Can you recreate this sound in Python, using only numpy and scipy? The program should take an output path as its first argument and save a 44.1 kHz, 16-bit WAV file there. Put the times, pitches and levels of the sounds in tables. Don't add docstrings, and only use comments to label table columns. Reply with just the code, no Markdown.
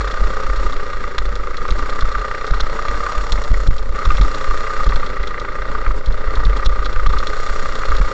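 import sys
import numpy as np
from scipy import signal
from scipy.fft import rfft, irfft
from scipy.io import wavfile
from scipy.ndimage import uniform_filter1d

SR = 44100
rng = np.random.default_rng(int(sys.argv[2]) if len(sys.argv) > 2 else 0)


def file_out(sig):
    cols = np.atleast_2d(sig).T
    lim = np.clip(cols, -1, 1)
    pcm = np.round(lim * 32767).astype(np.int16)
    wavfile.write(sys.argv[1], SR, pcm)


def ratio(d):
    e = np.asarray(d, float) / 20
    return 10 ** e


N = 358533


def in_time(rows):
    s, *columns = np.transpose(rows)
    return [np.interp(np.arange(N) / SR, s, column) for column in columns]


def at_times(curve, s):
    return curve[(s * SR).astype(int)]


def rms_one(x):
    return x / np.sqrt(np.mean(x ** 2) + 1e-20)


def cut(x, hz, kind, order=2):
    return signal.sosfilt(signal.butter(order, hz, kind, fs=SR, output="sos"), x)


def clicks(seconds, heights):
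    out = np.full(N, 1e-18)
    index = np.round(np.asarray(seconds) * SR).astype(int)
    np.add.at(out, np.minimum(index, N - 1), heights)
    return out


def ring(x, hz, t60):
    r, w = ratio(-60 / (t60 * SR)), 2 * np.pi * hz / SR
    return signal.lfilter([0, np.sin(w)], [1, -2 * r * np.cos(w), r * r], x)


def resonate(x, peaks):
    out = 0
    for k, (hz, width, db) in enumerate(peaks):
        r, w = np.exp(-np.pi * width / SR), 2 * np.pi * hz / SR
        b = (1 - r * r) / 2 * np.array([1, 0, -1])
        out = out + (-1) ** k * ratio(db) * signal.lfilter(b, [1, -2 * r * np.cos(w), r * r], x)
    return out


def evened(x):
    turn = .033 * SR
    power = uniform_filter1d(uniform_filter1d(x ** 2, size=int(turn)), size=int(turn / 2))
    return x * (power / power.mean() + 1e-6) ** (-.7 / 2)


def gritty_bursts(turns, bursts, shared, steady_db, uneven_db, jitter, grain_db):
    gate = ratio(steady_db)
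    for position, rise, fall, db in bursts:
        number = np.floor(turns - position + .5).astype(int) + 1
        luck = .7 * shared + .7 * rng.standard_normal(shared.shape)
        lag = turns - position + 1 - number - jitter * luck[number, 0]
        shape = np.where(lag < 0, np.exp(-(lag / rise) ** 2), np.exp(-np.maximum(lag, 0) / fall))
        gate = gate + shape * ratio(db + uneven_db * luck[number, 1])
    grains = ratio(grain_db * np.minimum(rng.exponential(1, N), 6))
    return gate * grains * rng.standard_normal(N)


# time in seconds, speed in firings per second.
FIRING_RATE = [(0.0, 31.1), (0.66, 30.28), (1.09, 27.98), (1.61, 27.48), (2.0, 31.52), (2.22, 30.27),
               (2.98, 33.05), (3.16, 34.81), (3.67, 31.15), (4.56, 30.48), (4.68, 31.52), (5.39, 27.73),
               (5.7, 31.33), (6.18, 29.89), (6.4, 31.68), (7.0, 28.91), (7.47, 31.08), (8.13, 30.36)]


def crank():
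    return .48 + np.cumsum(in_time(FIRING_RATE)[0]) / SR


def whole_turns(turns):
    return np.flatnonzero(np.diff(np.floor(np.maximum.accumulate(turns)))) / SR


# time in seconds, push in full scale, lag in axle turns.
AXLE_LIFT = [(0.0, 0.29, 0.46), (0.4, 0.52, 0.59), (1.0, 0.12, 0.84), (1.5, 0.39, 0.69), (1.9, 0.27, 0.64),
             (2.3, 0.18, 0.62), (2.7, 0.34, 0.72), (3.1, 0.19, 0.74), (3.6, 0.4, 0.7), (4.2, 0.28, 0.74),
             (4.8, 0.36, 0.66), (5.2, 0.12, 1.02), (5.6, 0.26, 0.51), (6.0, 0.27, 0.61), (6.5, 0.27, 0.71),
             (7.1, 0.39, 0.66), (7.6, 0.46, 0.74), (8.13, 0.15, 0.64)]


def axle_turns():
    push, lag = in_time(AXLE_LIFT)
    s = whole_turns(crank() / 3.016 - lag)
    return s, at_times(push, s)


# time in seconds, push in full scale (up is positive), share caught again on the
BUMPS = [(0.211, -0.75, -0.06, -0.47), (0.491, 0.39, -0.1, 0.07), (0.559, -0.19, -1.0, 0.17),
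         (0.641, -0.23, -0.06, 0.1), (1.177, 0.16, -1.0, 0.31), (1.708, 0.58, 0.45, 0.24),
         (2.016, -0.48, 0.43, 0.51), (2.508, 0.51, 0.7, 0.66), (2.612, -0.19, 0.53, 0.48),
         (3.313, -0.56, 0.4, 0.34), (3.502, -1.1, 0.3, 0.24), (3.673, -1.35, 0.5, 0.74),
         (3.892, 0.45, 0.28, 0.01), (4.062, -0.95, 0.35, 0.68), (4.11, 0.36, 0.98, -0.16),
         (4.197, 0.9, 0.15, 0.49), (4.475, -0.19, 0.82, 0.32), (4.863, -0.86, 0.55, 0.04),
         (4.935, 0.48, -0.99, -0.75), (5.864, -0.55, 0.22, 0.42), (5.948, 0.13, 0.38, -0.39),
         (6.072, -0.59, 0.18, 0.37), (6.366, -0.56, 0.11, 0.46), (6.453, -0.89, 0.22, 0.42),
         (6.658, -0.8, 0.57, 0.49), (6.953, -0.55, 0.9, 0.52), (7.057, -0.55, 1.4, 0.58),
         (7.151, -0.48, 0.3, -0.41), (7.888, 0.39, 1.5, 0.65), (7.998, 0.67, 0.46, 0.76)]
# time in seconds, push in full scale.
SEAMS = [(1.261, -0.32), (1.817, 0.16), (2.155, 0.25), (2.886, 0.3), (3.17, 0.36), (4.14, -0.42),
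         (4.255, 0.15), (4.91, -0.2), (4.958, -0.51), (5.193, 0.27), (5.688, 0.11), (6.271, 0.5),
         (6.787, 0.22), (7.016, 0.32), (7.133, 0.27), (7.497, 0.13)]


def jolts():
    rebound_s = .0218
    s, push, caught, _ = np.transpose(BUMPS)
    return np.vstack([np.c_[s, push], np.c_[s + rebound_s, -push * caught], SEAMS])


# time in seconds, load in dB, shade in dB.
LOAD = [(0, -0.5, 1.5), (.68, -2, 2.5), (1.1, -3, 0.5), (1.4, -4.5, -1), (1.9, -2, 1.5), (3.11, -0.5, 2.5),
        (3.22, -2, 2.5), (3.62, -4, 1.5), (3.92, -10.5, 0.5), (3.96, 0.5, 1), (4.3, -1.5, 2.5),
        (4.8, 0.5, 2), (5.37, -3, -0.5), (5.82, -1.5, -0.5), (6.0, -8.5, -0.5), (6.3, -0.5, -0.5),
        (6.97, -3.5, 1), (7.4, -0.5, 3)]
# frequency in Hz, density in dB per Hz.
ROAD_COLOUR = [(45, -50), (70, -34.5), (110, -21), (180, -21.5), (300, -20.5), (700, -34.5), (1000, -23.5),
               (2500, -42)]


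def road():
    hz = np.maximum(np.fft.rfftfreq(N, 1 / SR), 1)
    colour_hz, colour_db = np.transpose(ROAD_COLOUR)
    colour = ratio(np.interp(np.log(hz), np.log(colour_hz), colour_db))
    lumps = rms_one(cut(rng.standard_normal(N), 18.2, "low"))
    noise = irfft(rfft(rng.standard_normal(N) * ratio(3.08 * lumps)) * colour, N)
    noise = cut(noise, 5500, "low")
    s, push = jolts().T
    shaken = signal.lfilter([1], [1, -np.exp(-1 / (.08 * SR))], clicks(s, np.abs(push)))
    level_db = -37.5 + .35 * in_time(LOAD)[0] + 3 * shaken
    return ratio(level_db) * rms_one(noise)


def thuds():
    s, push = jolts().T
    shake = signal.lfilter([1], [1, -ratio(-60 / (.12 * SR))], clicks(s, np.abs(push) ** 3))
    rumble = cut(cut(rng.standard_normal(N), 70, "high"), 170, "low", order=4)
    return ratio(-24) * cut(shake, 60, "low") * rms_one(rumble)


def mount(pushes, hz, t60, soft_hz):
    return cut(ring(clicks(*np.transpose(pushes)), hz, t60), soft_hz, "low")


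# time in seconds, push in full scale, heave in full
LESSER_PUSHES = [(0.031, -0.08, -0.26), (0.222, -0.25, 0.09), (0.324, -0.12, -0.29), (0.67, 0.02, 0.21),
                 (0.751, -0.05, 0.18), (0.937, -0.06, 0.31), (1.033, -0.09, 0.26), (1.411, 0.1, 0.16),
                 (1.905, 0.05, 0.17), (1.984, -0.09, -0.2), (2.098, 0.11, -0.24), (2.145, 0.01, 0.26),
                 (2.512, 0.02, -0.26), (2.543, -0.21, 0.06), (2.586, 0.07, -0.29), (2.699, -0.22, -0.06),
                 (2.941, -0.06, -0.19), (3.016, 0.13, 0.22), (3.16, 0.04, 0.29), (3.215, 0.06, 0.19),
                 (3.379, 0.21, 0.14), (3.471, -0.01, -0.32), (3.59, 0.11, -0.18), (3.661, -0.17, -0.27),
                 (3.761, -0.14, 0.11), (3.865, -0.02, 0.34), (3.942, 0.06, 0.23), (4.227, -0.22, 0.15),
                 (4.257, 0.01, -0.19), (4.354, 0.01, 0.23), (4.444, -0.01, -0.35), (4.556, -0.07, -0.35),
                 (4.683, -0.07, -0.21), (4.747, 0.05, 0.22), (4.803, 0.06, -0.21), (4.898, 0.11, 0.39),
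                 (4.928, 0.09, 0.16), (5.182, 0.06, 0.29), (5.266, -0.09, -0.23), (5.408, -0.1, -0.22),
                 (5.585, 0.14, -0.09), (5.686, -0.02, 0.23), (5.746, -0.09, -0.18), (6.045, 0.03, -0.2),
                 (6.183, -0.04, 0.18), (6.253, -0.14, 0.34), (6.283, 0.22, -0.05), (6.409, -0.08, 0.16),
                 (6.499, -0.21, 0.13), (6.631, -0.04, -0.27), (6.704, -0.27, 0.26), (6.845, -0.12, 0.3),
                 (7.048, -0.12, -0.27), (7.18, 0.18, 0.01), (7.368, -0.19, 0.04), (7.567, -0.14, 0.13),
                 (7.687, -0.23, -0.16), (7.842, -0.08, -0.21), (7.906, 0.11, 0.14), (7.981, -0.18, -0.26)]
# time in seconds, push in full scale.
LIGHT_PUSHES = [(0.006, -0.21), (0.073, -0.13), (0.164, -0.12), (0.195, 0.26), (0.22, -0.12), (0.383, 0.09),
                (0.866, -0.1), (1.339, 0.16), (1.599, 0.13), (1.686, -0.11), (1.743, -0.13), (2.041, -0.14),
                (2.619, 0.13), (2.679, 0.12), (2.786, 0.1), (2.897, 0.15), (2.93, 0.11), (2.98, -0.14),
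                (3.301, -0.12), (3.337, -0.19), (3.413, 0.11), (3.528, 0.16), (3.545, 0.24), (3.574, -0.18),
                (3.685, -0.45), (3.721, -0.14), (3.802, 0.09), (3.892, -0.15), (3.926, -0.13), (4.049, -0.19),
                (4.094, 0.11), (4.185, -0.23), (4.378, 0.11), (4.501, -0.12), (4.892, 0.15), (4.919, -0.11),
                (5.089, 0.13), (5.854, -0.17), (5.89, -0.16), (6.279, 0.11), (6.329, -0.16), (6.47, 0.1),
                (6.534, 0.12), (6.577, 0.11), (6.69, 0.12), (6.803, 0.11), (6.864, 0.14), (6.941, -0.18),
                (6.975, -0.12), (7.057, -0.14), (7.079, 0.14), (7.12, 0.12), (7.358, -0.13), (7.384, 0.16),
                (7.539, 0.09), (7.653, -0.09), (7.916, -0.15), (7.953, -0.15), (8.001, 0.23), (8.026, -0.18)]


def shaking():
    ring_hz, ring_t60 = 42, .3
    s = np.arange(N) / SR
    left_over = -.25 * np.cos(2 * np.pi * ring_hz * s) * ratio(-60 * s / ring_t60)
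    wallow = ratio(-33) * rms_one(cut(rng.standard_normal(N), 42, "low", order=4))
    turned, lift = axle_turns()
    bumps, lesser = np.array(BUMPS), np.array(LESSER_PUSHES)
    heaves = np.vstack([np.c_[turned, lift], bumps[:, [0, 3]], lesser[:, [0, 2]]])
    kicks = lift * (.2 + .02 * rng.standard_normal(len(lift)))
    rings = np.vstack([jolts(), np.c_[turned + .012, kicks], lesser[:, :2], LIGHT_PUSHES])
    swing = mount(heaves, 10, .4, 40) + mount(rings, ring_hz, ring_t60, 70) + left_over + wallow
    return swing + .6 * np.maximum(swing, 0) ** 3


# time in seconds, peak in dB.
TICKS = [(0.0757, -27.5), (0.7233, -26), (1.182, -15.5), (1.3545, -25), (1.569, -20), (1.6157, -34),
         (1.706, -19.5), (1.7886, -23.5), (1.8253, -38), (2.008, -22), (2.4665, -25), (2.509, -25),
         (2.604, -13), (2.8838, -22), (3.1193, -28.5), (3.3214, -12.5), (3.4386, -23.5), (3.6734, -23.5),
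         (3.708, -42.5), (3.7815, -23.5), (4.0524, -21), (4.1704, -18), (4.2125, -20), (4.344, -22.5),
         (4.4104, -34), (4.8904, -23.5), (4.9556, -17.5), (5.0629, -24), (5.23, -27), (5.272, -20.5),
         (5.3978, -26), (5.6181, -31), (6.0595, -25), (6.123, -30), (6.354, -24), (6.4504, -20),
         (6.568, -23), (6.659, -12.5), (6.8564, -18), (7.0665, -22.5), (7.0928, -34), (7.1274, -27),
         (7.1852, -19.5), (7.2709, -18), (7.7532, -23.5), (7.8565, -24), (7.9023, -27), (7.966, -23),
         (0.0094, -27), (0.1138, -25), (0.5607, -24.5), (0.931, -28.5), (1.255, -25.5), (1.681, -26),
               (1.8966, -23), (2.1215, -27), (2.5427, -25.5), (2.5977, -27.5), (4.23, -27), (4.574, -29.5),
               (4.8417, -24), (6.6485, -25), (6.8446, -26.5), (6.928, -28), (7.0942, -29), (7.2824, -33.5)]
# frequency in Hz, level in dB, t60 in seconds.
TICK_MODES = [(3450, 5, 0.0065), (3637, -0.5, 0.0087), (3940, 0, 0.013), (4254, -2, 0.017)]
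# frequency in Hz, level in dB, t60 in seconds.
TICK_BRIGHT = [(5300, 9.5, 0.003), (6570, -8, 0.017), (8500, -9.5, 0.033)]
# delay in seconds, level in dB.
BOUNCES = [
    (0.0, 0.5),
    (.0034, -1),
    (.0068, -6.5),
    (.011, -27),
]


def loose_part():
    turned = axle_turns()[0]
    chance = rng.standard_normal((len(turned), 2)).clip(-2, 2)
    faint_s = np.abs(turned + .015 * chance[:, 0])
    faint_db = -40 + at_times(in_time(LOAD)[1], turned) + 3 * chance[:, 1]
    s, peak_db = np.vstack([TICKS, np.c_[faint_s, faint_db]]).T
    bright_db = -13 + 2 * rng.standard_normal(len(s))
    out = 0
    for modes, share_db in ((TICK_MODES, -7), (TICK_BRIGHT, bright_db)):
        for hz, db, t60 in modes:
            luck = rng.standard_normal((len(s), len(BOUNCES), 2))
            blows = 0
            for k, (lag, bounce_db) in enumerate(BOUNCES):
                hit_s = s + lag + .00026 * np.abs(luck[:, k, 0])
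                hit_db = peak_db + share_db + db + bounce_db + 2 * luck[:, k, 1]
                blows = blows + clicks(hit_s, ratio(hit_db))
            out = out + ring(blows, hz, t60)
    return out


# frequency in Hz, width in Hz, level in dB.
INTAKE = [(650, 350, -3.5), (1073, 160, -2.5)]
# crank position in turns, rise in turns, fall in turns, level in dB.
INTAKE_BURSTS = [
    (.73, .04, .05, 0),
    (.03, .04, .06, -8),
]


def intake():
    turns = crank()
    unshared = np.zeros((int(turns[-1]) + 3, 2))
    gulps = gritty_bursts(turns, INTAKE_BURSTS, unshared, steady_db=-12, uneven_db=1.5, jitter=.02, grain_db=1)
    rush = resonate(resonate(gulps, INTAKE), INTAKE)
    level_db = -42 + 2 * (in_time(FIRING_RATE)[0] - 30.63) + .78 * in_time(LOAD)[0]
    return ratio(level_db) * rms_one(rush)


# crank position in turns, level in dB.
VALVE = [
    (.65, 0),
    (.94, -3),
]


def valve(turns):
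    luck = rng.standard_normal((int(turns[-1]) + 3, 2))
    out = 0
    for position, db in VALVE:
        s = whole_turns(turns - position)
        mine = luck[np.floor(at_times(turns, s)).astype(int)]
        wander_s = .025 * mine[:, 0] / 30
        out = out + clicks(np.abs(s + wander_s), ratio(db + mine[:, 1]))
    return out


def with_speed(x, peaks):
    clock = np.cumsum((in_time(FIRING_RATE)[0] / 30.8) ** .9)
    even = np.arange(int(clock[-1]) + 1)
    return np.interp(clock, even, resonate(np.interp(even, clock, x), peaks))


# crank position in turns, rise in turns, fall in turns, level in dB.
PIPE_BURSTS = [
    (0.67, 0.035, 0.12, -2.5),
    (0.94, 0.035, 0.06, -7),
    (0.25, 0.3, 0.3, -13),
]


def exhaust_puffs(turns, shared):
    return rms_one(gritty_bursts(turns, PIPE_BURSTS, shared, steady_db=-14, uneven_db=1,
                                 jitter=.015, grain_db=1.5))


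# frequency in Hz, width in Hz, level in dB.
PIPE = [(334, 45, -4), (431.7, 42, 4), (530.4, 58, 5), (616.3, 98, 1.5)]
# frequency in Hz, width in Hz, level in dB.
SILENCER = [(422, 38, -2.5), (537, 52, 1.5), (608, 85, -2)]


def exhaust(puffs, turns, shared, load_db):
    in_pipe = puffs + ratio(3) * rms_one(valve(turns))
    chambers = exhaust_puffs(turns, shared)
    pipe = with_speed(in_pipe, PIPE) + resonate(chambers, SILENCER)
    pipe = cut(cut(pipe, 360, "high", order=5), 650, "low", order=5)
    return ratio(-33 + .52 * load_db) * rms_one(pipe)


# frequency in Hz, width in Hz, level in dB.
BLOCK = [(790, 350, -16), (970, 640, -21), (1206, 58, .5), (1353, 126, -4), (1422, 175, -5.5),
         (1896, 172, -11), (2120, 220, -16)]
# time in seconds, main ring in dB, highest clatter in dB.
FACING = [(0, 1, 3.5), (.8, 0.5, -2.5), (1.05, -2, 2.5), (1.4, -1, 8), (2.2, 2, 0.5), (2.6, -3.5, -4),
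          (3.15, 3.5, 3), (3.3, -3, 3), (3.7, -1.5, 8), (3.95, 0, 3.5), (4.8, 1.5, 1.5), (5.0, -3.5, -2),
          (5.4, -1, -0.5), (6.0, -3.5, 0), (6.8, 1, 0.5), (7.5, -0.5, 1), (7.75, -2, -2), (8.13, 0, -4)]


def block(knock, load_db):
    main_ring = ratio(in_time(FACING)[0]) * evened(resonate(knock, BLOCK[2:3]))
    below = evened(resonate(knock, BLOCK[:2]))
    above = evened(resonate(knock, BLOCK[3:5])) + evened(resonate(knock, BLOCK[5:]))
    body = cut(cut(main_ring + below - above, 690, "high"), 3000, "low")
    return ratio(-27.5 + load_db) * rms_one(body)


# frequency in Hz, width in
# Hz, level in dB.
SHELL = [(2780, 200, -2), (3550, 500, -5), (4220, 150, 0), (4800, 350, -7), (5450, 300, -6),
         (5850, 300, -8), (6850, 450, -9), (7500, 500, -16), (7980, 80, -8)]


def shell(clatter, shell_db, shade_db):
    bright = cut(cut(evened(resonate(clatter, SHELL)), 1100, "high"), 7600, "low")
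    lower = signal.sosfiltfilt(signal.butter(2, 6000, fs=SR, output="sos"), bright)
    top_db = -5 + in_time(FACING)[1] + 3.5 * shade_db
    bright = lower + ratio(top_db) * (bright - lower)
    return ratio(shell_db) * rms_one(bright)


# multiple of the firing rate, level in dB rms.
ORDERS = [(1, -38), (2, -43), (3, -47), (4, -49), (5, -56), (6, -56)]
# crank position in turns, rise in turns, fall in turns, level in dB.
BLOCK_BURSTS = [
    (.82, .04, .1, -1),
    (.07, .04, .05, -13),
    (.6, .05, .08, -9),
]
# crank position in turns, rise in turns, fall in turns, level in dB.
SHELL_BURSTS = [
    (.87, .03, .07, 5.5),
    (.65, .04, .05, -5),
    (.11, .05, .15, -4),
]


def engine():
    turns = crank()
    load_db, shade_db = in_time(LOAD)
    shell_db = -43 + .72 * load_db + shade_db
    hiss_db = -4.5 + .6 * (shell_db - np.median(shell_db))
    shared = rng.standard_normal((int(turns[-1]) + 3, 2))
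    puffs = exhaust_puffs(turns, shared)
    knock = gritty_bursts(turns, BLOCK_BURSTS, shared, steady_db=-10.5 + .4 * load_db, uneven_db=1,
                          jitter=.02, grain_db=1)
    clatter = gritty_bursts(turns, SHELL_BURSTS, shared, steady_db=hiss_db, uneven_db=2.5,
                            jitter=.03, grain_db=2.6)
    hum = 0
    for order, db in ORDERS:
        hum = hum + np.sqrt(2) * ratio(db) * np.cos(2 * np.pi * order * (turns - .85))
    return (exhaust(puffs, turns, shared, load_db) + block(knock, load_db)
            + shell(clatter, shell_db, shade_db) + hum)


# time in seconds, peak in dB, share of the upper modes in
# dB.
KNOCKS = [(0.0742, -9, -12), (0.173, -18, -19), (0.3686, -12, -19), (0.5338, -17.5, -17), (1.04, -20, -2),
          (1.1822, -2.5, -8.5), (1.4743, -14, -11.5), (1.6165, -17, -9), (1.6534, -10, -22),
          (1.6869, -11, -8), (1.7557, -18, -17), (1.7913, -4.5, -20), (1.8257, -9, -22.5),
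          (1.891, -11, -14), (1.9265, -12, -16), (2.0238, -9.5, -25), (2.0477, -20, -18),
          (2.1515, -3.5, -20), (2.2458, -11, -14), (2.2827, -12, -16), (2.3138, -8, -16), (2.3461, -25, 7),
          (2.5076, -15, -9), (2.601, -5.5, -20), (2.852, -9.5, -15), (2.884, -11, -9), (3.0312, -15, -15),
          (3.0654, -4, -28), (3.7085, -20.5, -4.5), (3.9824, -12, -34), (4.0547, -8, -25),
          (4.1041, -3, -31), (4.2158, -22, -8), (4.5102, -8, -32), (4.803, -10, -28), (4.9222, -6, -10),
          (5.0305, -9.5, -16), (5.1687, -14, -7), (5.2353, -16.5, -1), (5.3086, -13, -11),
          (5.3413, -17.5, -5), (5.449, -8.5, -15), (5.5558, -14, -11.5), (5.7503, -9.5, -18),
          (5.8643, -7.5, -9.5), (6.8605, -11.5, -17), (6.997, -7.5, -23), (7.0625, -6, -15),
          (7.1023, -11.5, -17), (7.1363, -10.5, -25), (7.1709, -9, -19), (7.2286, -11.5, -17),
          (7.3327, -8.5, -31), (7.5918, -28, -19), (7.657, -8.5, -28), (7.6909, -14, -24),
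          (7.834, -8, -11.5), (7.8862, -13, -16), (7.9195, -5, -16), (8.0158, -8.5, -16),
          (0.0094, -9, -7.5), (0.4987, -12.5, -13.5), (0.9328, -15, -13), (1.5073, -28, -14),
                  (1.544, -19.5, -1), (1.9891, -16.5, -6), (2.185, -29, -14), (2.412, -15, -12),
                  (2.4453, -12.5, -10), (2.5376, -9, -18), (2.666, -13, -14), (2.79, -8, -16),
                  (2.8208, -17, -8), (3.12, -11.5, -13), (3.3778, -11, -9), (3.5436, -15.5, -4.5),
                  (3.9475, -13, -13), (4.1812, -13.5, -8), (4.4085, -17, -9), (4.4438, -19, -5),
                  (4.541, -15, -23), (4.6367, -17, -16), (4.6698, -11, -11), (4.7022, -12, -14),
                  (5.2708, -12, -10), (5.3787, -18, 0.5), (5.4163, -21, -7), (5.4865, -15.5, -5),
                  (5.62, -7.5, -16.5), (5.6856, -18, -11), (5.909, -13, -8.5), (6.304, -26, -15),
                  (6.6295, -10, -8), (6.9608, -12, -7), (7.4686, -15, -8)]


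def hard_knocks():
    fired = whole_turns(crank() - .83)
    listed = np.array(KNOCKS)
    chance = rng.standard_normal((len(fired), 2)).clip(-2, 2)
    soft_db = -20 + at_times(in_time(LOAD)[0], fired) + 1.2 * chance[:, 0]
    soft = np.c_[fired, soft_db, -12 + 3 * chance[:, 1]]
    soft = soft[np.abs(fired[:, None] - listed[:, 0]).min(axis=1) > .012]
    s, peak_db, upper_db = np.vstack([listed, soft]).T
    luck = rng.standard_normal((len(s), len(BLOCK), 3, 2))
    out = 0
    for k, (hz, width, db) in enumerate(BLOCK):
        share_db = upper_db + 18.0 if hz > 1700 else 0
        lags = [-.0012, 0, .003] + .0005 * luck[:, k, :, 0]
        sizes_db = (peak_db + db + share_db)[:, None] + [-9, -6, -7] + 1.6 * luck[:, k, :, 1]
        blows = clicks((s[:, None] + lags).ravel(), ratio(sizes_db).ravel())
        out = out + ring(blows, hz, 1.8 / width)
    return cut(cut(out, 1200, "high"), 2600, "low")


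# frequency in Hz, width in Hz, depth in dB.
NULLS = [(690, 120, 6), (1750, 150, 6), (2980, 220, 8), (4100, 90, 6), (5170, 160, 7), (6250, 450, 7)]


def housing(x):
    for hz, width, depth_db in NULLS:
        pole, zero = np.exp(-np.pi * width / SR * np.array([1, ratio(-depth_db)]))
        turn = -2 * np.cos(2 * np.pi * hz / SR)
        x = signal.lfilter([1, turn * zero, zero ** 2], [1, turn * pole, pole ** 2], x)
    return x


def scene():
    airborne = engine() + hard_knocks() + loose_part() + road() + thuds() + intake()
    return (housing(airborne) + shaking())[None]


def roll_off(x):
    return signal.sosfilt(signal.butter(12, 9000, fs=SR, output="sos"), x)


def record(dry):
    ceiling, bottom = .714, -.69
    x = np.clip(cut(dry, 3, "high", order=1) + .009, bottom, ceiling + .004)
    start = x[:, :1]
    x = start + signal.sosfilt(signal.cheby2(10, 55, 9200, fs=SR, output="sos"), x - start)
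    return roll_off(np.minimum(x, ceiling))


dry = scene()
out = record(dry)
file_out(out)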